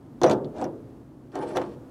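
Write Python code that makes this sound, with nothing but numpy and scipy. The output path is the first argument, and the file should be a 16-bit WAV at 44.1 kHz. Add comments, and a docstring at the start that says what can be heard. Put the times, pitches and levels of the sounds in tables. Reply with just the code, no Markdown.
"""Closing an aircraft's fuel cap

A metal cap is dropped into the filler neck of a light aircraft's wing, shifted and twisted shut.
Each knock makes the cap clack and the thin wing skin boom over the hollow tank.
Between knocks, metal grinds and squeaks on metal. An open airfield rumbles behind it all."""
import sys
import numpy as np
from scipy import signal
from scipy.fft import rfft, irfft
from scipy.io import wavfile

SR = 44100
rng = np.random.default_rng(int(sys.argv[2]) if len(sys.argv) > 2 else 0)


def wrap_up_sound(samples):
    """Save the sound to the file named by the first command line argument, as 16-bit audio."""
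    columns = np.atleast_2d(samples).T
    # keep every value between -1 and 1, then stretch to whole-number steps
    tamed = np.clip(columns, -1, 1)
    steps = np.round(tamed * 32767).astype(np.int16)
    wavfile.write(sys.argv[1], SR, steps)


N = 83790

# Each time the cap hits the neck. A higher tilt sounds brighter; peak_hz is boosted in the clack.
# start_s, clack_db, boom_db, clack_tilt_db_per_octave, peak_hz, boom_tilt_db_per_octave, panel_hz
KNOCKS = [(0.2155, -21, -7, -2, 6700, 0, 349), (0.2341, -11.5, -4, -4.5, 6000, -1.5, 505.4),
          (0.2411, -22, -1.5, -14, 2480, 1, 659), (0.297, -17.5, -6.5, -5.5, 7000, -6.5, 369.4),
          (0.3115, -16.5, -10, -6, 7200, 0, 384), (0.3168, -22, -16, -3, 4400, 3, 864.7),
          (.3325, -30, -17, .5, 5240, -1, 428), (0.4454, -32, -20.5, -10.5, 4600, -4.5, 148),
          (.583, -34, -21.5, -8, 7320, -2.5, 727), (.614, -30.5, -19.5, -1, 8200, 1, 697),
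          (0.622, -41, -13, 12, 8300, -0.5, 755), (.642, -27.5, -23.5, 2, 5720, 4, 332),
          (1.3546, -28, -17.5, -0.5, 8100, 2, 739), (1.3898, -37, -21.5, 0, 8800, -3.5, 295),
          (1.429, -38, -20.5, -6, 3140, 0, 832), (1.559, -38, -13.5, 15, 9100, -1, 636),
          (1.5698, -17.5, -12.5, 0.5, 3150, 7.5, 517.5), (1.616, -29.5, -20, -4.5, 11400, 6, 375)]


def knocks(wings):
    """Each knock clacks the cap, makes the panel under it clunk and sets the whole wing booming."""
    echo_delay_s, echo_db = .009, -12  # the clack bounces off the side of the aircraft
    out, t = np.zeros(N), np.arange(SR // 5) / SR
    for knock, wing in zip(KNOCKS, wings):
        start_s, clack_db, boom_db, clack_tilt, peak_hz, boom_tilt, panel_hz = knock
        clack = gain(clack_db) * cap_clack(t, clack_tilt, peak_hz)
        clunk = normalize(np.sin(2 * np.pi * panel_hz * t) * fade(t, ring_s=.15) * rise(t))
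        add(out, start_s, clack)
        add(out, start_s + echo_delay_s, gain(echo_db) * clack)
        add(out, start_s, gain(boom_db + 12) * clunk)
        add(out, start_s, gain(boom_db) * tilt(wing, boom_tilt))
    return out


# The tones the cap rings with: pitch_hz, level_db, ring_s
CAP_TONES = [(3010, -15, 0.081), (3530, -6, 0.049), (4175, -3, 0.028), (5720, -10, 0.031), (5770, 0, 0.015),
             (6350, -15, 0.04)]
# The tone colour of the crack as metal meets metal: pitch_hz, level_db
CRACK_COLOUR = [(300, -72), (1500, -10.5), (3500, 4.5), (5000, 2.5), (6200, 4), (8000, -4.5), (11000, -6),
                (16000, -12)]


def cap_clack(t, tilt_db_per_octave, peak_hz):
    """A sharp crack and a metal ring, kept short by the hand holding the cap."""
    peak_db, peak_width_octaves = 9, .36
    crack = normalize(colour(rng.standard_normal(len(t)) * fade(t, ring_s=.015), CRACK_COLOUR))
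    tones = normalize(sum(gain(db) * np.sin(2 * np.pi * (hz * t + rng.random())) * fade(t, ring_s)
                          for hz, db, ring_s in CAP_TONES))
    clack = (gain(-1) * tones + gain(3.5) * crack) * rise(t, rise_s=.0002)
    pitches = np.geomspace(2000, 16000, 40)
    slope_db = tilt_db_per_octave * np.log2(pitches / pitches[0])
    bump_db = peak_db * np.exp(-(2 * np.log2(pitches / peak_hz) / peak_width_octaves) ** 2)
    return colour(clack, np.c_[pitches, slope_db + bump_db])


def wing_booms(start_times):
    """How the wing answers each touch: clear tones, a blur of weaker ones and a thud."""
    t = np.arange(SR * 2 // 3) / SR
    booms = []
    for start_s, panels in zip(start_times, panel_rings(t, len(start_times))):
        booms.append(gain(12) * skin_ring(t, start_s) + gain(11.5) * panels + gain(8) * skin_thud(t))
    bass_cut = signal.butter(2, 87, "high", fs=SR, output="sos")  # thin skin gives off little deep bass
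    return signal.sosfilt(bass_cut, booms)


# The main tones of the wing skin and tank: pitch_hz, level_db, ring_s
WING_TONES = [(147, -10, .5), (219, -9, .4), (283, -2, .4), (331, -2, .5), (360, -1, .4), (384, -4, .35),
              (512, 0, .42), (622, -4, .3), (742, -3, .28), (857, -7, .42), (912, -11, .42),
              (1368, -20, .25), (1523, -18, .24)]


def skin_ring(t, start_s):
    """The skin rings with the same tones each time, but in a different mix."""
    grip_from_s, spread_db = .5, 3.5
    tones = np.array([gain(db) * np.sin(2 * np.pi * hz * t) * fade(t, ring_s)
                      for hz, db, ring_s in WING_TONES])
    if start_s > grip_from_s:  # the hand leans on the cap and muffles the skin, high tones most
        tones *= np.array([fade(t * hz / 1000, ring_s=.35) for hz, _, _ in WING_TONES])
    shares = rng.choice([-1, 1], len(tones)) * gain(spread_db * rng.standard_normal(len(tones)))
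    return normalize(shares @ tones * rise(t))


# The wing panels' many weaker tones, taken in bands: pitch_hz, level_db, ring_s
PANEL_BANDS = [(40, -37, 0.93), (117, -1, 0.39), (263, -2, 0.68), (353, 3, 0.8), (753, 1, 0.27),
               (1035, -8.5, 0.33), (2020, -17, 0.096), (3970, -33, 0.14), (12000, -55, 0.17)]


def panel_rings(t, count):
    """Tones so crowded that they blur into noise, each band dying away at its own speed."""
    hz, db, ring_times = np.array(PANEL_BANDS).T
    log_pitch = np.log(np.maximum(np.fft.rfftfreq(len(t), 1 / SR), 1))
    phases = np.exp(2j * np.pi * rng.random((count, len(log_pitch))))
    spectra = phases * gain(np.interp(log_pitch, np.log(hz), db))
    bands = [np.interp(log_pitch, np.log(hz), row) for row in np.eye(len(hz))]
    rings = sum(irfft(spectra * band, len(t)) * fade(t, ring_s)
                for band, ring_s in zip(bands, ring_times))
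    return [normalize(panels * rise(t)) for panels in rings]


# The tone colour of the thud: pitch_hz, level_db
THUD_COLOUR = [(30, -61), (90, -27), (200, -16), (320, 2), (750, 2.5), (1100, -7), (1700, -17), (3500, -40),
               (16000, -80)]


def skin_thud(t):
    """A dull thud as the skin first bends around the neck."""
    return normalize(colour(burst(fade(t, ring_s=.04)), THUD_COLOUR))


# The rim rubbing in the neck, one list of points per stroke: time_s, grit_db, drone_db
STROKES = [
    [(.236, -38, -57), (.26, -45.5, -18.5), (.285, -58, -23.5), (.305, -47, -18), (.33, -44.5, -63),
     (.345, -59.5, -57), (.39, -70, -45)],
    [(.54, -71, -37.5), (.567, -60, -36.5), (.605, -63, -28.5), (.62, -59, -58), (.648, -59, -26.5),
     (.68, -95, -45.5)],
    [(1.318, -63.5, -46.5), (1.342, -70, -38), (1.352, -53, -29), (1.40, -66, -33.5), (1.423, -53, -30),
     (1.458, -64.5, -39.5), (1.482, -54, -37.5), (1.513, -57.5, -34), (1.533, -58, -55), (1.55, -61, -24),
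     (1.564, -40, -27), (1.582, -58, -33), (1.625, -59, -39), (1.66, -61.5, -48), (1.76, -69.5, -55)],
]
# How bright the wing's drone is in each stroke: tilt_db_per_octave
DRONE_TILTS = [2, -1.5, 1.26]
# The tone colour of the gritty hiss: pitch_hz, level_db
GRIT_COLOUR = [(500, -24), (2000, 5.5), (3100, 8.5), (4300, 4.5), (5700, 1.5), (6400, -1.5), (7700, -6),
               (8600, -3.5), (9900, -8), (16000, -27)]


def rubbing(wings):
    """The rim moves in thousands of tiny slips, which hiss and make the wing drone."""
    slips_per_s, spread_db = 3200, 1.5
    out, t = np.zeros(N), np.arange(N) / SR
    for stroke, drone_tilt, wing in zip(STROKES, DRONE_TILTS, wings):
        time_s, grit_db, drone_db = np.array(stroke).T
        sizes = gain(spread_db * np.minimum(rng.exponential(size=N), 4))
        slips = (rng.random(N) < slips_per_s / SR) * sizes * catching(t, spread_db=1.5)
        slips = normalize(slips * rng.choice([-1, 1], N)) * np.sqrt(N)
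        slips *= (t > time_s[0]) & (t < time_s[-1])
        tick = burst(fade(t[:SR // 20], ring_s=.005))  # the sound of one slip
        grit = ring(slips * gain(np.interp(t, time_s, grit_db)), tick)
        drone = ring(slips * gain(np.interp(t, time_s, drone_db)), normalize(tilt(wing, drone_tilt)))
        out += colour(grit, GRIT_COLOUR) + drone
    return out


# The rim's squeaks (a smaller width is a purer tone): start_s, length_s, pitch_hz, width_hz, level_db
SQUEAKS = [(0.259, 0.034, 5900, 280, -45.5), (0.576, 0.059, 7700, 700, -66),
           (1.395, 0.065, 10700, 220, -71), (1.462, 0.11, 10720, 240, -70), (1.403, 0.037, 9150, 450, -66),
           (1.456, 0.069, 8300, 450, -65.5), (1.548, 0.036, 5900, 250, -53)]


def squeaks():
    """Sticking and slipping keeps one high tone of the rim ringing for a moment."""
    out = np.zeros(N)
    for start_s, length_s, pitch_hz, width_hz, level_db in SQUEAKS:
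        t = np.arange(int(length_s * SR)) / SR
        rim_ring = np.sin(2 * np.pi * pitch_hz * t) * t * np.exp(-2 * np.pi * width_hz * t)
        tone = ring(rng.standard_normal(N)[:len(t)], rim_ring)
        swell = np.sqrt(np.sin(np.pi * t / length_s))
        squeak = normalize(tone * catching(t, spread_db=4) * swell) * np.sqrt(len(t))
        add(out, start_s, gain(level_db) * squeak)
    return out


def catching(t, spread_db, catches_per_s=180):
    """The loudness flutters as the rim catches and lets go."""
    return gain(spread_db * np.interp(t * catches_per_s, np.arange(N), rng.standard_normal(N)))


# The tone colour of the airfield's rumble: pitch_hz, level_db
RUMBLE_COLOUR = [(20, -20), (60, -5), (95, -4), (125, 5.5), (175, -7.5), (250, 2), (330, -1), (450, -11),
                 (700, -16), (1300, -25.5), (2200, -37), (5000, -43.5), (16000, -48)]
# How loud the rumble is over time: time_s, level_db
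RUMBLE_LEVELS = [(0, -46.5), (.5, -43), (0.901, -44.5), (1.149, -47.5), (1.3, -46.5), (1.6, -44),
                 (1.9, -42.5)]


def airfield():
    """A distant rumble that slowly swells and sinks."""
    time_s, level_db = np.array(RUMBLE_LEVELS).T
    rumble = colour(rng.standard_normal(N + SR), RUMBLE_COLOUR)[SR:]
    return rumble * gain(np.interp(np.arange(N) / SR, time_s, level_db))


def gain(db):
    """Turn decibels into a number to multiply by."""
    return 10 ** (np.asarray(db) / 20)


def normalize(x):
    """Scale a sound to a total energy of one."""
    return x / np.sqrt(np.sum(x ** 2))


def rise(t, rise_s=.0015):
    """Climb quickly from silence to full level."""
    return 1 - np.exp(-t / rise_s)


def fade(t, ring_s):
    """Die away, falling 60 dB in ring_s seconds."""
    return np.exp(-np.log(1000) * t / ring_s)


def ring(pushes, response):
    """Let every push set off its own copy of a response."""
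    return signal.fftconvolve(pushes, response)[:len(pushes)]


def colour(x, points):
    """Shape a sound's lows and highs along (pitch_hz, level_db) points; white noise keeps its power."""
    hz, db = np.array(points).T
    pitches = np.maximum(np.fft.rfftfreq(4096, 1 / SR), 1)
    cepstrum = irfft(np.log(gain(np.interp(np.log(pitches), np.log(hz), db))))
    # Fold it in half so the filter never rings before the sound arrives.
    cepstrum[1:len(cepstrum) // 2] *= 2
    cepstrum[len(cepstrum) // 2 + 1:] = 0
    return ring(x, normalize(irfft(np.exp(rfft(cepstrum)))))


def tilt(x, db_per_octave):
    """Make a sound brighter (a harder touch) or duller (a softer one), keeping its energy."""
    return normalize(colour(x, [(125, 0), (2000, 4 * db_per_octave)])) * np.sqrt(np.sum(x ** 2))


def burst(envelope):
    """A puff of noise, evened out so that no pitch stands out."""
    noise = rng.standard_normal(len(envelope)) * envelope
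    phases = np.angle(rfft(noise, 2 * len(noise)))
    even_noise = irfft(np.exp(1j * phases))[:len(noise)]
    return normalize(even_noise * envelope ** (1 / 4))


def add(out, start_s, x):
    """Mix a sound in at a given time."""
    i = int(start_s * SR)
    out[i:i + len(x)] += x[:len(out) - i]


def scene():
    """The cap and wing close by, the airfield behind, in one channel."""
    wings = wing_booms([stroke[0][0] for stroke in STROKES] + [knock[0] for knock in KNOCKS])
    rubbed, struck = wings[:len(STROKES)], wings[len(STROKES):]
    return (rubbing(rubbed) + knocks(struck) + squeaks() + airfield())[None]


def record(dry):
    """Soften the highest treble, then cut off the very top."""
    soften_hz, cut_hz = 14500, 15800
    soft = signal.sosfilt(signal.butter(2, soften_hz, fs=SR, output="sos"), dry)
    return signal.sosfilt(signal.ellip(10, .1, 80, cut_hz, fs=SR, output="sos"), soft)


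dry = scene()
out = record(dry)
wrap_up_sound(out)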